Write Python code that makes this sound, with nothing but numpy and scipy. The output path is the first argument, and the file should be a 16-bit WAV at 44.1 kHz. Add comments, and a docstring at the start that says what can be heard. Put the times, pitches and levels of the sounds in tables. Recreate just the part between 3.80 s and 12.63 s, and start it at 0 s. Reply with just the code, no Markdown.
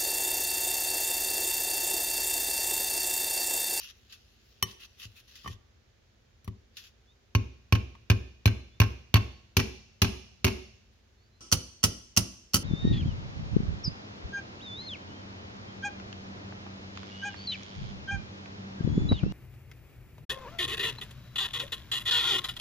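"""Peening a rivet

A rivet is peened into an iron linkage on a steel block on a workbench, close to two microphones.
Gloved hands set the parts in place; a hammer strikes the loose rivet, then the seated one, then a punch.
Each contact is a coloured noise crack over decaying sine modes; hammer and punch blows also thump block and bench.
The workshop answers with decaying noise bands and low resonances; rumbling air noise and faint rising
chirps lie beneath."""
import sys
import numpy as np
from scipy import signal
from scipy.fft import rfft, irfft, next_fast_len
from scipy.io import wavfile
from scipy.ndimage import uniform_filter1d, map_coordinates

SR = 44100
rng = np.random.default_rng(int(sys.argv[2]) if len(sys.argv) > 2 else 0)


def wav_record(signal):
    """Record a signal, one row per channel, as 16-bit PCM in the file named by sys.argv[1]."""
    frames = np.transpose(np.atleast_2d(signal))
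    bounded = np.clip(frames, -1, 1)
    # unit amplitude maps onto the largest positive 16-bit level
    quanta = np.round(bounded * 32767).astype(np.int16)
    wavfile.write(sys.argv[1], SR, quanta)


N = 389403
RING = np.arange(SR // 3) / SR  # time since a contact (s)


def hammering():
    """Hammer on the rivet; once seated, the linkage rings brighter, longer and louder in the room."""
    # hammer blows: t/s, level/dB, brightness/dB
    blows = [(3.5495, -30, -1), (3.9234, -27.5, -1), (4.2993, -27.5, -1.2), (4.656, -27, 1.5),
             (5.0002, -26.5, 4.5), (5.3404, -26, 3), (5.767, -25, 1), (6.2175, -24.5, 0.5),
             (6.6435, -26, 0)]
    # the linkage jumps and drops back on the block: t/s, level/dB
    rebounds = [(3.95, -39), (3.953, -42.5), (4.313, -36.5), (4.675, -35), (5.0152, -30), (5.033, -40.5),
                (5.356, -31), (5.364, -32.5), (5.792, -36.5), (5.798, -33.5), (6.244, -36), (6.251, -42),
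                (6.666, -35.5), (6.678, -37)]
    # modes of the riveted linkage: f/Hz, level/dB
    iron_modes = [(900, -11), (1077, -4.5), (1562, -6), (1774, -11), (1927, -9), (2165, -6), (2351, -5),
                  (2490, 1), (2685, 0), (2840, -2), (3015, -4), (3478, -8), (4130, -7), (4468, -4),
                  (5320, -7), (5782, -11), (5997, -6), (6681, -15), (9335, -20), (10314, -22), (10745, -18),
                  (12387, -14), (13100, -17), (14130, -18)]
    # colour of the crack with the rivet loose, then seated: f/Hz, level/dB
    loose_crack = [(200, -22), (700, -7.5), (1100, -2.5), (2000, -6.5), (2500, 7), (3300, -4), (4300, -7.5),
                   (6000, -10), (8300, -25), (10500, -24.5), (14300, -12), (16000, -28.5)]
    seated_crack = [(40, -33.5), (200, -8.5), (500, -6), (1100, 2.5), (1600, -2.5), (2100, -1.5), (2700, 7),
                    (3600, -2.5), (4200, 1.5), (4800, -2), (5350, 1.5), (6200, -1), (8300, -22),
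                    (9400, -11.5), (11800, -12.5), (12600, -7), (16000, -16.5)]
    # thump relative to the metal, rivet loose, then seated: bench level/dB, block level/dB
    loose_thump = (10.3, -4.5)
    seated_thump = (0.99, -4)
    seated_from_s = 5.6  # from here on the rivet sits tight in its hole
    loose_t60, seated_t60 = 0.02, 0.049  # crack decay (s)
    loose_wet_db, seated_wet_db = -2, 3  # send to the workshop
    loose_rebound_db, seated_rebound_db = -12.5, -6.5  # brightness of the linkage dropping back

    near, far = np.zeros((2, N)), np.zeros((2, N))
    iron = metal(iron_modes, ring_t60=0.06)
    for s, db, bright_db in blows:
        if s > seated_from_s:
            clang = iron(seated_crack, seated_t60, ring_db=-2.5, bright_db=bright_db, high_modes_db=9.5)
            thump, wet_db = support(*seated_thump), seated_wet_db
        else:
            clang = iron(loose_crack, loose_t60, ring_db=-1.0, bright_db=bright_db, high_modes_db=2.0)
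            thump, wet_db = support(*loose_thump), loose_wet_db
        blow = amp(db) * (clang + thump)
        add(near, s, blow)
        add(far, s, amp(wet_db) * blow)
    for s, db in rebounds:
        bright_db = seated_rebound_db if s > seated_from_s else loose_rebound_db
        clack = amp(db) * iron(seated_crack, crack_t60=0.044, ring_db=0.0, bright_db=bright_db)
        add(near, s, clack)
        add(far, s, clack)
    return near, far


def punching(crack_t60=0.089, wet_db=-1.5):
    """Hammer on the punch: a higher clink with less thump; of the first blow only the dying tail is heard."""
    # hammer blows on the punch: t/s, level/dB, brightness/dB
    blows = [(7.418, -16.5, -3.5), (7.7233, -21.5, 0), (8.0377, -21.5, 0.5), (8.372, -21, -1.7),
             (8.742, -23.5, 2)]
    # the punch bounces on the rivet: t/s, level/dB
    bounces = [(8.047, -37), (8.755, -31), (8.765, -35)]
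    # modes of the punch standing on the rivet: f/Hz, level/dB
    rod_modes = [(1324, -7), (1922, -17), (2724, -11), (3009, -7), (3348, -16), (4463, -5), (4775, -7),
                 (5030, -6), (5315, -3), (5469, 2), (5795, -1), (5986, 1), (6248, -3), (6358, -2),
                 (7171, -4), (7537, -2), (8764, -7), (9351, -5), (10083, -12), (10740, -9), (11117, -11),
                 (12382, -6), (13124, -5)]
    # colour of the contact crack: f/Hz, level/dB
    punch_crack = [(40, -41.5), (200, -7.5), (700, -10.5), (1300, -3), (1800, -15), (2900, -2), (3600, -10),
                   (4600, -3), (5900, -2), (8200, -11), (9400, -5), (13000, -13), (16000, -17)]
    # thump relative to the metal: bench level/dB, block level/dB
    bench_db, block_db = (-7.5, -12.5)
    heard_from_s = 7.607  # this layer enters abruptly here
    firming_db_per_s = 5  # as the rivet head flattens, more of each blow reaches the block
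    lead_s, lead_db = 0.0077, -12.5  # a fainter clink leads each punch blow by lead_s

    near = np.zeros((2, N))
    rod = metal(rod_modes, ring_t60=0.035)
    for s, db, bright_db in blows:
        lead_clink = rod(punch_crack, crack_t60, ring_db=9.5, bright_db=-3.0)
        add(near, s - lead_s, amp(db + lead_db) * lead_clink)
        thump = support(bench_db, block_db + firming_db_per_s * (s - heard_from_s))
        clink = rod(punch_crack, crack_t60, ring_db=7, bright_db=bright_db)
        add(near, s, amp(db) * (clink + thump))
    for s, db in bounces:
        add(near, s, amp(db) * rod(punch_crack, crack_t60, ring_db=10.5, bright_db=-4.0))
    heard = np.arange(N) > heard_from_s * SR
    return (place(near, left_db=-2.5) + workshop(amp(wet_db) * near)) * heard


def metal(table, ring_t60, spread=1.32, split=0.0066, detune=0.0044, fresh=0.87, rise_s=0.0018,
          chatter_db=3.0, tick_db=-1.5, tick_s=0.0018, tick_width_s=0.00058):
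    """Steel object: a maker of contacts, each ringing close pairs of modes under a tick and chattering crack."""
    pairs = []
    for hz, db in table:
        for offset in (0, rng.standard_normal()):  # each mode has a slightly detuned, weaker twin
            twin_hz = hz * (1 + offset * split)
            twin_t60 = ring_t60 * (hz / 3000) ** -.12  # high modes die sooner
            pairs.append((twin_hz, db - 5 * abs(offset), twin_t60))
    ringing = modes(pairs, spread) * rng.choice([-1, 1], (len(pairs), 1, 1))
    dense = stereo_noise(len(RING), 900)  # the grain that all contacts of this object share
    rise = 1 - np.exp(-RING / rise_s)
    attack = rise + amp(tick_db) * np.exp(-((RING - tick_s) / tick_width_s) ** 2)

    def contact(crack_colour, crack_t60, ring_db, bright_db, high_modes_db=0):
        """One contact: the crack, then the ring scaled relative to it."""
        chatter = amp(chatter_db * flutter(len(RING), step_s=.001))
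        grain = (dense + fresh * stereo_noise(len(RING), 800)) * chatter
        crack = unit(colour(even(grain * fade(crack_t60)) * attack, crack_colour))
        # the joint sits a little differently each time, which shifts its modes
        stretch = 1 + detune * rng.standard_normal()
        struck = strike(ringing, scatter_db=5.5)
        ring = np.array([map_coordinates(port, [RING * SR * stretch]) for port in struck])
        # a firmer contact drives the high modes harder
        ring = unit(colour(ring, [(2500, 0), (9000, high_modes_db)]))
        sound = crack + amp(ring_db) * ring * rise
        return unit(colour(sound, [(1500, 0.00053), (10000, bright_db)]))
    return contact


def support(bench_db, block_db, lag_s=.0018, low_hz=58):
    """The blow passes through the block into the bench; they swing a moment later, with no deep bass."""
    # modes of the bench top: f/Hz, level/dB, t60/s
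    bench_modes = [(69.8, -13.5, 0.36), (88.85, -6.5, 0.28), (107.1, 1.5, 0.23)]
    # modes of the block rocking on the bench: f/Hz, level/dB, t60/s
    block_modes = [(156.1, 3.5, 0.21), (189.3, 5.5, 0.16), (213.3, 1.5, 0.11), (248.7, -6, 0.058),
                   (372, -5, 0.13)]
    bench = amp(bench_db) * strike(modes(bench_modes, spread=.28), scatter_db=1)
    block = amp(block_db) * strike(modes(block_modes, spread=0.66), scatter_db=3.5)
    swing = -(bench + block) * np.linspace(1, 0, len(RING))
    thump = np.pad(swing, ((0, 0), (int(lag_s * SR), 0)))[:, :len(RING)]
    return signal.sosfilt(signal.butter(4, low_hz, "high", fs=SR, output="sos"), thump)


def strike(ringing, scatter_db):
    """Each contact lands on a slightly different spot and shares its energy differently among the modes."""
    shares = amp(scatter_db * rng.standard_normal(len(ringing)))
    return unit(np.tensordot(shares, ringing, 1))


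def modes(table, spread):
    """Decaying sines (mode, microphone, time); each reaches the two microphones spread radians apart."""
    side = np.array([[.5], [-.5]]) * spread
    return np.array([amp(db) * fade(t60) * np.sin(2 * np.pi * hz * RING + (-1) ** k * side)
                     for k, (hz, db, t60) in enumerate(table)])


def handling(grain_db=2.0, patchy_db=3.5, wet_db=-5):
    """Parts knock together while gloves rub over them in tiny, uneven slips whose colour shifts."""
    # colour of rubber on iron: f/Hz, level/dB
    rub_colour = [(650, -50.5), (1100, -17), (1950, -11.5), (2280, -16), (2610, -4.5), (3050, -6),
                  (5840, -10.5), (7470, -19.5), (7990, -49), (9240, -24.5), (11800, -21), (16000, -28.5)]
    # the rubber catches and snaps free: t/s, level/dB
    snaps = [(.324, -51), (0.911, -56), (1.228, -50), (1.555, -53), (2.969, -46), (2.991, -59),
             (3.039, -58)]
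    # parts set down and nudged; a part held in the hand hardly rings:
    # t/s, metal level/dB, brightness/dB, ring level/dB, bench level/dB, block level/dB
    knocks = [(0.825, -27, 4.5, 3, -40.5, -43.5), (1.253, -78, 3, -12, -48, -68),
              (1.645, -54, -23, 7, -69.5, -55.5), (1.659, -42, -48, 9, -48, -65),
              (1.675, -44, -11, 3, -44, -47.5), (1.698, -68, -6, -6, -40, -66),
              (2.644, -63.5, 8, 0, -56, -72), (2.6761, -50.5, -9.5, -10, -35.5, -43),
              (4.151, -59, -26, -8, -58.5, -69)]
    # modes of the loose link: f/Hz, level/dB
    link_modes = [(1157, -1), (1830, -10), (1997, -10), (2396, -13), (3031, -1), (4215, -10), (5841, -2),
                  (7246, -17), (9173, -13), (10745, -3), (12409, -12), (13361, -12)]
    # colour of the link's contact crack: f/Hz, level/dB
    link_crack = [(40, -18), (200, 1.5), (700, -6.5), (1100, 13), (1500, -14), (2000, 2.5), (3500, 0.5),
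                  (6000, -5.5), (8200, -10.5), (11000, -6.5), (16000, -7.5)]

    slips = colour(stereo_noise(N, 1500) * amp(grain_db * flutter(N, step_s=.002)), rub_colour)
    size = next_fast_len(N, real=True)
    spectrum, hz = rfft(slips, size), np.fft.rfftfreq(size, 1 / SR)
    centres = np.geomspace(1000, 14000, 16)  # bands whose levels wander independently (Hz)
    rub = np.zeros((2, N))
    for share in np.eye(len(centres)):
        band = irfft(spectrum * np.interp(hz, centres, share))[:, :N]
        rub += band * amp(patchy_db * flutter(N, step_s=.06))
    near = rub / rub.std() * sliding()

    for s, db in snaps:
        snap = unit(colour(stereo_noise(len(RING), 1500) * fade(t60=0.15), rub_colour))
        add(near, s, amp(db) * snap)
    link = metal(link_modes, ring_t60=0.055)
    for s, db, bright_db, ring_db, bench_db, block_db in knocks:
        clink = link(link_crack, crack_t60=0.032, ring_db=ring_db, bright_db=bright_db)
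        add(near, s, amp(db) * clink + support(bench_db, block_db))
    return place(near, left_db=3.0), amp(wet_db) * near


def sliding():
    """Friction level: each slide swells, holds and dies away over the faint creep of the grip."""
    # a rubber glove slides over the iron: t/s, length/s, level/dB
    rubs = [(0.0, .06, -47), (0.061, .05, -51.5), (0.306, .035, -55), (0.872, 0.045, -53.5),
            (1.007, 0.047, -49.5), (1.202, 0.051, -47.5), (1.368, 0.036, -54.5), (1.486, 0.14, -57),
            (1.639, 0.097, -54.5), (2.969, 0.025, -58.5), (2.998, 0.086, -58.5), (7.132, .06, -74.5)]
    attack_s, release_s = 0.013, 0.01  # time constants of a slide
    grip_db, grip_until_s = -68, 1.76  # the gloves creep faintly while they hold the parts
    t = np.arange(N) / SR
    levels = [amp(grip_db) * (t < grip_until_s)]
    for s, length, db in rubs:
        swell = np.minimum(t - s, 0) / attack_s
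        release = np.maximum(t - s - length, 0) / release_s
        levels.append(amp(db) * np.exp(swell - release))
    return np.max(levels, axis=0)


def workshop(x, room_db=-17.0, build_s=0.002, floor_db=-14, floor_t60=0.46):
    """Diffuse reflections: noise bands build up quickly and die away at their own rates, over low resonances."""
    # reverberation bands: f/Hz, level/dB, t60/s
    bands = np.array([(59, 21, 0.3), (99, -5, 0.82), (183, 5.5, 0.76), (346, 22.5, 0.42), (734, 5.5, 0.64),
                      (1500, 1.5, 0.47), (2680, 2, 0.76), (6200, 0, 0.88), (8300, -5, 1), (9600, 2, 0.27),
                      (14400, -23, .3)])
    noise = rfft(stereo_noise(SR, 410))
    hz, t = np.arange(SR // 2 + 1), np.arange(SR) / SR
    response = standing_waves(t)
    for share, (_, db, t60) in zip(np.eye(len(bands)), bands):
        band = irfft(noise * along(hz, np.c_[bands[:, 0], share]))
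        tail = amp(db + room_db) * np.exp(-np.log(1000) * t / t60) / np.sqrt(t60)
        # a second decay, the same length in every band
        common = amp(min(db, 0) + floor_db) * np.exp(-np.log(1000) * t / floor_t60) / np.sqrt(floor_t60)
        response = response + band * np.hypot(common, tail) * np.sqrt(np.log(1000) / SR)
    return signal.fftconvolve(x, response * (1 - np.exp(-t / build_s)), axes=1)[:, :N]


def standing_waves(t):
    """A few low room resonances, decaying sines that hum on after each blow."""
    # standing waves of the workshop: f/Hz, gain/dB, t60/s
    resonances = [(63.3, -3.5, .8), (83, -15, 0.66), (103, -9.5, 0.19), (192.6, -8, 0.26), (335, 2.5, 1),
                  (380, 2, 0.57), (420, -3, 0.43)]
    decay = np.log(1000)
    return sum(amp(db) * 2 * decay / (t60 * SR) * np.exp(-decay * t / t60) * np.sin(2 * np.pi * hz * t)
               for hz, db, t60 in resonances)


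def background(air_db=-63):
    """Steady low rumble and faint hiss of coloured noise, with a few rising sine chirps."""
    # colour of the room air: f/Hz, level/dB
    air_colour = [(15, -59.5), (25, -29), (48, -2.5), (64, -3.5), (127, -9.5), (153, -24), (223, -14),
                  (293, -25), (363, -19.5), (1020, -32.5), (1520, -29.5), (2910, -32), (3620, -32),
                  (6800, -37), (8200, -54.5), (12000, -51), (16000, -55.5)]
    # faint rising chirps: t/s, length/s, start f/Hz, end f/Hz, level/dB
    chirps = [(3.262, 0.081, 3250, 3800, -64.5), (4.89, 0.11, 3250, 3650, -68),
              (7.351, 0.16, 3950, 4800, -73), (7.502, 0.11, 4050, 4140, -71.5)]
    air = colour(stereo_noise(N, 360), air_colour)
    air *= amp(air_db) / air.std()
    for s, length, start_hz, end_hz, db in chirps:
        u = np.linspace(0, 1, int(length * SR))
        glide_hz = start_hz + (end_hz - start_hz) * u ** .7  # rises fastest at the start
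        chirp = amp(db) * np.sin(np.pi * u) * np.sin(2 * np.pi * np.cumsum(glide_hz) / SR)
        add(air, s, np.array([chirp, chirp]))
    return air


def amp(db):
    """Decibels to gain."""
    return 10 ** (np.asarray(db) / 20)


def unit(x):
    """Scale a hit so that its energy equals rms 1 held for 40 ms."""
    return x / np.sqrt(np.sum(x ** 2) / 2 / (.04 * SR))


def along(hz, points):
    """Read (f/Hz, value) points on a log-frequency axis."""
    f, value = np.transpose(points)
    return np.interp(np.log(np.maximum(hz, 1)), np.log(np.sort(f)), value)


def colour(x, points):
    """Minimum-phase filter through (f/Hz, level/dB) points: it never sounds ahead of its input."""
    size = next_fast_len(x.shape[-1] + 4096, real=True) // 2 * 2
    hz = np.arange(size // 2 + 1) * SR / size
    cepstrum = irfft(np.log(amp(along(hz, points))))
    cepstrum[1:size // 2] *= 2  # fold the cepstrum onto positive time
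    cepstrum[size // 2 + 1:] = 0
    return irfft(rfft(x, size) * np.exp(rfft(cepstrum)))[..., :x.shape[-1]]


def stereo_noise(size, apart_hz):
    """Noise at two microphones: alike in the bass, unrelated above apart_hz."""
    mid, side = rng.standard_normal((2, size))
    side = signal.sosfilt(signal.butter(1, apart_hz, "high", fs=SR, output="sos"), side)
    return np.array([mid + side, mid - side])


def even(x, width_hz=450):
    """Level the broad humps of a short burst, so that a contact feeds all frequencies alike."""
    spectrum = rfft(x)
    power = uniform_filter1d(abs(spectrum) ** 2, max(1, int(width_hz * x.shape[1] / SR)), axis=1)
    levelled = irfft(spectrum / np.sqrt(power), x.shape[1])
    lead = int(.001 * SR)  # 1 ms of room for what spills ahead of the onset
    return np.roll(levelled, lead, axis=1) * np.linspace(1, 0, x.shape[1])


def flutter(size, step_s):
    """Random values joined by straight lines, a new one every step_s."""
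    times = np.arange(size) / SR
    return np.interp(times / step_s, np.arange(size // 8), rng.standard_normal(size // 8))


def fade(t60):
    """Exponential decay after a contact, 60 dB in t60 seconds."""
    return np.exp(-np.log(1000) * RING / t60)


def add(track, s, sound):
    """Mix a sound into the track at time s."""
    start = int(s * SR)
    track[:, start:start + sound.shape[1]] += sound[:, :N - start]


def place(x, left_db):
    """Lean a sound towards the left microphone, or the right if left_db is negative."""
    return x * amp([[left_db / 2], [-left_db / 2]])


def scene():
    """Direct sound, its reverberation and the background."""
    near, far = np.sum([handling(), hammering()], axis=0)
    return near + workshop(far) + punching() + background()


def record(dry):
    """The left microphone takes more top, the right more midrange; the top octave ends steeply."""
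    # f/Hz, level/dB: added on the left, taken off on the right
    lean = np.array([(80, 0), (700, -0.3), (2500, -1.5), (6000, 0.13), (10000, 0.5), (13000, 2.5)])
    ports = np.array([colour(dry[0], lean), colour(dry[1], lean * [1, -1])])
    top_hz = 16000
    return signal.sosfilt(signal.ellip(8, .2, 70, top_hz, fs=SR, output="sos"), ports)


dry = scene()
out = record(dry)
wav_record(out)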